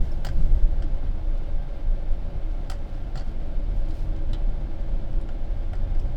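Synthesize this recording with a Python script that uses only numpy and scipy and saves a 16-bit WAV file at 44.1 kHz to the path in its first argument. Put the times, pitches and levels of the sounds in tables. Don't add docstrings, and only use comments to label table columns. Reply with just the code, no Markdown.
import sys
import numpy as np
from scipy import signal
from scipy.fft import rfft, irfft, next_fast_len
from scipy.io import wavfile
from scipy.ndimage import uniform_filter1d

SR = 44100
rng = np.random.default_rng(int(sys.argv[2]) if len(sys.argv) > 2 else 0)


def to_wav(s):
    ch = np.atleast_2d(s).T
    pcm = np.round(np.clip(ch, -1, 1) * 32767)
    wavfile.write(sys.argv[1], SR, pcm.astype(np.int16))


N = 271897
TIME = np.arange(N) / SR


def from_db(db):
    return 10 ** (np.asarray(db) / 20)


def unit_level(x):
    return x / np.sqrt(np.mean(x ** 2) + 1e-20)


def curves(rows):
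    times, *columns = np.transpose(rows)
    return [np.interp(TIME, times, column) for column in columns]


def noise(spectrum, resonances=(), tilt_db=0, size=N):
    padded = next_fast_len(size)
    hz = np.maximum(np.fft.rfftfreq(padded, 1 / SR), 1)
    points_hz, points_db = np.transpose(spectrum)
    db = np.interp(np.log(hz), np.log(points_hz), points_db) + tilt_db * np.log2(hz / points_hz[0])
    octaves_outside = np.abs(np.log2(hz / np.clip(hz, points_hz[0], points_hz[-1])))
    db -= 24 * octaves_outside
    for centre_hz, width_hz, lift_db in resonances:
        db += lift_db / (1 + (2 * (hz - centre_hz) / width_hz) ** 2)
    white = rfft(rng.standard_normal(padded))
    return unit_level(irfft(white * from_db(db), padded)[:size])


def drift(per_s):
    hz = np.fft.rfftfreq(8192, 1 / 1000)
    slow = irfft(rfft(rng.standard_normal(8192)) / (1 + (hz / per_s) ** 2))
    return unit_level(np.interp(TIME, np.arange(len(slow)) / 1000, slow))


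def evened(x, span_s):
    power = uniform_filter1d(np.abs(signal.hilbert(x)) ** 2, max(int(span_s * SR), 1))
    return unit_level(x / np.sqrt(power + 1e-9))


def swell(peak_s, length_s):
    return np.exp(-(2 * (TIME - peak_s) / length_s) ** 2)


def decay(t, fade_s):
    return np.exp(-np.log(1000) * t / fade_s)


def add(out, start_s, sound):
    start = max(int(start_s * SR), 0)
    out[start:start + len(sound)] += sound[:N - start]


def pings(blows, fade_s, rise_s):
    out, t = np.zeros(N), TIME[:SR // 4]
    for start_s, hz, db in blows:
        tone = from_db(db) * np.sin(2 * np.pi * hz * t)
        add(out, start_s, tone * decay(t, fade_s) * (1 - np.exp(-t / rise_s)))
    return out


# (time [s], level [dB])
TRACK_SHAKE = [(0.0, -25), (0.06, -32.5), (0.24, -34), (0.48, -28.5), (0.7, -30), (0.82, -33), (1.6, -37.5),
               (2.21, -37), (2.7, -37), (2.97, -39.5), (3.55, -35), (3.78, -34), (3.96, -36), (4.25, -35.5),
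               (4.65, -37.5), (5.25, -35), (5.5, -36), (5.7, -35.5), (6.04, -32.5), (6.17, -36.5)]


def roughness_db(usual_db=-36):
    return curves(TRACK_SHAKE)[0] - usual_db


# (frequency [Hz], relative level [dB])
BOOM_SPECTRUM = [(6, -11), (13, -5.5), (22, 3), (30, 0), (38, -8), (52, -21), (90, -77)]
# (time of the peak [s], level [dB])
RUT_HEAVES = [(.38, -13.5), (0.491, -13.5), (.64, -15.5), (.94, -19), (1.33, -18), (1.56, -18), (1.91, -16),
              (2.11, -18.5), (2.48, -22), (3.57, -23.5), (3.8, -23.5), (4.29, -20.5), (4.48, -16.5),
              (4.93, -19.5), (5.17, -20.5), (6.01, -22)]


def body_boom(level_db=-25, throb_db=1.0):
    rocking = from_db(level_db + roughness_db() + throb_db * drift(8.5))
    heaves = sum(from_db(db) * swell(peak_s, length_s=0.089) for peak_s, db in RUT_HEAVES)
    return np.hypot(rocking, heaves) * evened(noise(BOOM_SPECTRUM), span_s=0.11)


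# (frequency [Hz], relative level [dB])
TYRE_SPECTRUM = [(25, -25.5), (45, 1), (62, 0), (85, -6), (105, -12.5), (128, -9.5), (160, -14.5),
                 (200, -29.5), (320, -26.5)]


def tyre_rumble(level_db=-36.5, throb_db=1.3):
    loudness = from_db(level_db + roughness_db() + throb_db * drift(4.6))
    return loudness * evened(noise(TYRE_SPECTRUM), span_s=0.11)


# (time [s], speed [turns per s], third tone level [dB], fourth tone level [dB])
ENGINE_RUN = [(0, 26.9, -40.5, -52.5), (1.3, 23.8, -47, -50), (1.9, 26, -46, -45.5),
              (2.45, 28.2, -41.5, -51), (3.1, 28.5, -42.5, -48), (3.6, 31.6, -45.5, -48),
              (4.1, 28, -34.5, -51), (4.5, 34.2, -47.5, -48.5), (4.8, 30.6, -46, -52),
              (5.2, 31.6, -49, -41), (5.5, 28, -38.5, -55), (6.17, 29.7, -37, -39)]
# (vibrations per turn [count], level [dB])
FAINT_TONES = [(2, -57), (6, -53)]


def engine_hum(wobble=0.00592, waver_db=3.0, shudder_db=2.0):
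    turns_per_s, third_db, fourth_db = curves(ENGINE_RUN)
    angle = 2 * np.pi * np.cumsum(turns_per_s * (1 + wobble * drift(5.7))) / SR
    hum = np.zeros(N)
    for per_turn, db in [(3, third_db), (4, fourth_db), *FAINT_TONES]:
        loudness = from_db(db + waver_db * drift(4.3))
        hum += loudness * np.sin(per_turn * angle + rng.uniform(0, 2 * np.pi))
    return hum * from_db(shudder_db * drift(27))


# (frequency [Hz], relative level [dB])
PANEL_SPECTRUM = [(110, -8.5), (170, -4), (208, 2), (250, -3), (325, -1.5), (400, -8), (470, -15),
                  (700, -19.5)]


def panel_drone(level_db=-47, ground_share=0.31, usual_turns_per_s=29):
    speed_db = 0.4 * (curves(ENGINE_RUN)[0] - usual_turns_per_s)
    loudness = from_db(level_db + ground_share * roughness_db() + speed_db)
    return loudness * evened(noise(PANEL_SPECTRUM), span_s=0.32)


# (time [s], pitch [Hz], level [dB])
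WHINE_PATH = [(0, 335, -61), (.6, 328.2, -54), (1.05, 322.7, -61), (1.27, 315, -49.5), (1.45, 312.7, -61),
              (3.85, 315.4, -54.5), (4.12, 316.5, -42.5), (4.4, 324.7, -57), (5.15, 327.8, -49),
              (5.45, 324.4, -59), (6.17, 325.3, -64)]


def drivetrain_whine(wobble=0.007, waver_db=4.5):
    hz, level_db = curves(WHINE_PATH)
    angle = 2 * np.pi * np.cumsum(hz * (1 + wobble * drift(10.2))) / SR
    return from_db(level_db + waver_db * drift(12)) * np.sin(angle)


# (frequency [Hz], relative level [dB])
AIR_SPECTRUM = [(300, -5.5), (480, -2), (640, 3), (780, -1.5), (1000, -7.5), (1600, -14), (2400, -16),
                (3400, -18.5), (4700, -22.5), (6500, -32), (8500, -36), (11000, -40), (17000, -42)]
# (pitch [Hz], width [Hz], boost [dB])
DUCT_RESONANCES = [(556.3, 56, 11), (709, 16, 2.5), (820, 29, 6), (1404, 90, 4.5), (1591, 65, 8),
                   (1780, 42, 2.5), (2147, 76, 6.5), (3110, 210, 2), (3545, 110, 3.5)]


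def vent_fan(level_db=-48, flutter_db=0.5):
    return from_db(level_db + flutter_db * drift(26)) * noise(AIR_SPECTRUM, DUCT_RESONANCES)


# (frequency [Hz], relative level [dB])
CLICK_SPECTRUM = [(1200, -2.5), (2300, -6.5), (3100, 7), (3800, -5.5), (4900, 1), (6400, -8), (8000, -9.5),
                  (9500, -18.5), (13000, -23), (17000, -11)]


def grit(per_s=30, spread_db=4.0, level_db=-68, decay_s=0.0054):
    sizes = from_db(spread_db * np.minimum(rng.exponential(1, N), 3))
    ticks = sizes * (rng.random(N) < per_s / SR)
    fading_ticks = signal.lfilter([1], [1, -np.exp(-1 / (decay_s * SR))], ticks + 1e-18)
    return from_db(level_db) * fading_ticks * noise(CLICK_SPECTRUM, tilt_db=-2.0)


# (time [s], pitch [Hz], level [dB])
SUSPENSION_BLOWS = [(.02, 223, -37), (.265, 392, -37.5), (.365, 207, -26.5), (.39, 144, -24),
                    (.45, 90, -21), (.54, 76, -17), (.63, 68.5, -23), (.84, 288, -29), (1.03, 260, -32),
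                    (2.945, 280, -35.5), (3.165, 125, -23.5), (3.27, 202, -31.5), (3.89, 71, -25),
                    (4.47, 213.3, -29.5)]


def suspension_bumps():
    return pings(SUSPENSION_BLOWS, fade_s=0.11, rise_s=0.0055)


# (time of the peak [s], length [s], level [dB])
RUSTLE_SWELLS = [(0.044, 0.15, -63.5), (0.16, 0.055, -67), (0.248, .025, -66), (0.438, 0.55, -66.5),
                 (.41, 0.075, -70), (2.557, 0.28, -74), (2.95, 0.19, -69.5), (3.29, 0.13, -68),
                 (3.764, 0.11, -67), (3.892, 0.028, -63), (3.962, 0.096, -61.5), (4.035, 0.09, -64),
                 (6.0, 0.068, -68)]
# (frequency [Hz], relative level [dB])
RUSTLE_SPECTRUM = [(1200, 5), (4000, 8.5), (7500, -1), (10000, -4.5), (14000, -8), (17000, -6)]


def rustles(grain_db=2.0):
    loudness = sum(from_db(db) * swell(peak_s, length_s) for peak_s, length_s, db in RUSTLE_SWELLS)
    return loudness * from_db(grain_db * drift(120)) * noise(RUSTLE_SPECTRUM)


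# (time [s], pitch [Hz], level [dB])
METAL_TOUCHES = [(0.116, 5380, -47), (.126, 9000, -63.5), (.13, 7200, -62), (.249, 14050, -47),
                 (.333, 10400, -69), (.447, 15000, -63), (2.699, 16850, -53), (3.162, 16750, -57),
                 (4.332, 16750, -62), (5.212, 9550, -61)]
# (frequency [Hz], relative level [dB])
TICK_SPECTRUM = [(5000, 6), (16000, -2)]


def metal_clinks(tick_db=-12.0, tick_fade_s=0.033):
    ticks = np.zeros(N)
    for start_s, _, db in METAL_TOUCHES:
        ticks += from_db(db + tick_db) * (TIME > start_s) * decay(np.abs(TIME - start_s), tick_fade_s)
    return pings(METAL_TOUCHES, fade_s=0.042, rise_s=0.0006) + ticks * noise(TICK_SPECTRUM)


# (frequency [Hz], relative level [dB])
THUD_SPECTRUM = [(300, -2), (500, 9), (800, 4.5), (1150, -5.5), (1500, -2.5), (2000, -5.5), (2600, -25)]
# (pitch [Hz], width [Hz], boost [dB])
PLASTIC_RESONANCES = [(747, 75, 14.5), (1020, 56, 8.5), (1391, 125, 14), (1624, 140, 3), (1913, 58, 13.5),
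                      (3180, 300, 0.5), (4220, 58, 5.5), (4370, 70, 1), (4650, 82, 3), (5040, 51, -3),
                      (5270, 41, -7), (5750, 160, -5), (7500, 55, 11), (8400, 160, 4.5), (10380, 330, 8)]


def plastic_clack(ring_hz, ring_width_hz, ring_db, ring_fade_s, tilt_db, top_hz, thud_db):
    t = TIME[:SR // 5]
    crack = noise(CLICK_SPECTRUM, PLASTIC_RESONANCES, tilt_db=tilt_db, size=len(t))
    crack = signal.sosfilt(signal.butter(2, top_hz, fs=SR, output="sos"), crack)
    thud = noise(THUD_SPECTRUM, PLASTIC_RESONANCES, size=len(t))
    ring_filter = signal.iirpeak(ring_hz, ring_hz / ring_width_hz, fs=SR)
    ring = rng.standard_normal(2 * len(t))
    for _ in range(2):
        ring = signal.lfilter(*ring_filter, ring)
    ring = unit_level(ring[len(t):])
    rise = 1 - np.exp(-t / 0.00051)
    snap = from_db(-4.5) * np.exp(-(t / 0.0013) ** 2)
    tail = from_db(-23) * decay(t, fade_s=0.36)
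    bright = evened(crack, span_s=0.0068) * (snap + decay(t, fade_s=0.041) + tail)
    leading = from_db(ring_db) * evened(ring, span_s=0.00092) * (decay(t, ring_fade_s) + tail)
    hollow = from_db(thud_db) * evened(thud, span_s=0.011) * (snap + decay(t, fade_s=0.051) + tail)
    return (bright + leading + hollow) * rise


# (time [s], relative level [dB], ring pitch [Hz], ring width [Hz], ring level [dB], ring fade [s],
#  brightness [dB per octave], treble limit [Hz], thud level [dB])
PLASTIC_HITS = [(0.2481, -25.5, 1514, 350, 5, .018, 3, 16200, -3),
                (0.2523, -38, 875, 200, 10, .03, 1, 12000, -6),
                (.265, -32, 4930, 400, -4, .04, 1, 13000, 1),
                (.2684, -30.5, 5000, 500, -2, 0.027, 0.5, 14000, 3),
                (.2705, -42, 630, 200, 12, .025, 2.5, 9000, -2),
                (0.287, -35.5, 1520, 300, 7.5, .035, 7, 7500, -1),
                (0.8228, -35.5, 1550, 300, 0.5, 0.037, 2.5, 8000, 1),
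                (0.8388, -46, 5100, 300, -7, .05, 1, 9000, 6),
                (1.3738, -50, 3570, 500, -7, .05, 5, 14000, -9),
                (2.6986, -25.5, 1450, 350, 2.5, .018, 4, 14030, -7),
                (2.7025, -36, 800, 150, 11.5, 0.025, -5, 14000, -3),
                (2.7148, -31.5, 1480, 400, 1, 0.032, 4, 12000, -8),
                (2.7195, -36.5, 850, 250, 5, 0.044, 2, 11000, 7),
                (2.7332, -42, 5500, 900, -6, .03, 3, 9000, 7),
                (2.944, -53, 5300, 400, 0, .05, 3, 11930, -9),
                (3.156, -32.5, 7430, 300, -13, .04, -1, 8500, 5.5),
                (3.173, -38, 4430, 350, 2, .045, 4, 8000, 6),
                (3.177, -34, 4500, 280, 0, .05, 2.5, 8500, -3),
                (3.187, -41, 4450, 350, -3, .045, 3, 7000, 5),
                (3.195, -37, 4450, 350, -2, .045, 1.5, 7000, 3),
                (3.2085, -40, 4480, 350, -1, .04, 0, 6500, 7.5),
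                (3.217, -45, 4480, 350, -2, .03, 1, 7000, 9),
                (3.907, -41.5, 4030, 700, -1, .02, 4, 9000, -11),
                (4.3318, -34.5, 3700, 700, 4.5, .05, 2.5, 13000, 3),
                (4.3338, -45, 3020, 250, 12.5, 0.04, 3, 10000, 9),
                (4.3457, -36, 3260, 400, -2, 0.055, -5, 10000, 1),
                (5.212, -48, 3070, 501, -6, .05, 5, 14000, 0),
                (5.2892, -38, 1430, 300, 0, 0.063, -3.5, 9000, 4.5),
                (5.7324, -40, 2380, 801, 1, .035, 1, 14000, 14),
                (5.754, -45, 4535, 500, -9, 0.049, 2, 12000, 4),
                (5.9966, -45.5, 5300, 700, -1, .05, 6, 15030, 1)]


def plastic_rattles(gain_db=-11.0):
    out = np.zeros(N)
    for start_s, db, *tone in PLASTIC_HITS:
        add(out, start_s, from_db(db + gain_db) * plastic_clack(*tone))
    return out


# (delay [s], relative level [dB])
CAB_ECHOES = [(.0017, -35), (.0031, -27), (.0047, -20), (.0071, -24), (0.0105, -14)]


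def with_cab_echoes(sound, lowest_hz=1500):
    treble = signal.sosfilt(signal.butter(2, lowest_hz, "high", fs=SR, output="sos"), sound)
    out = sound.copy()
    for delay_s, db in CAB_ECHOES:
        add(out, delay_s, from_db(db) * treble)
    return out


def scene():
    shaking = body_boom() + tyre_rumble() + panel_drone()
    driving = shaking + engine_hum() + drivetrain_whine() + grit() + suspension_bumps()
    loose_things = plastic_rattles() + metal_clinks() + rustles()
    return (driving + with_cab_echoes(vent_fan() + loose_things))[None]


def record(dry, fade_s=0.006, top_hz=17100):
    fade = np.clip(np.minimum(TIME, TIME[-1] - TIME) / fade_s, 0, 1)
    return signal.sosfilt(signal.ellip(10, 0.1, 80, top_hz, fs=SR, output="sos"), dry * fade)


dry = scene()
out = record(dry)
to_wav(out)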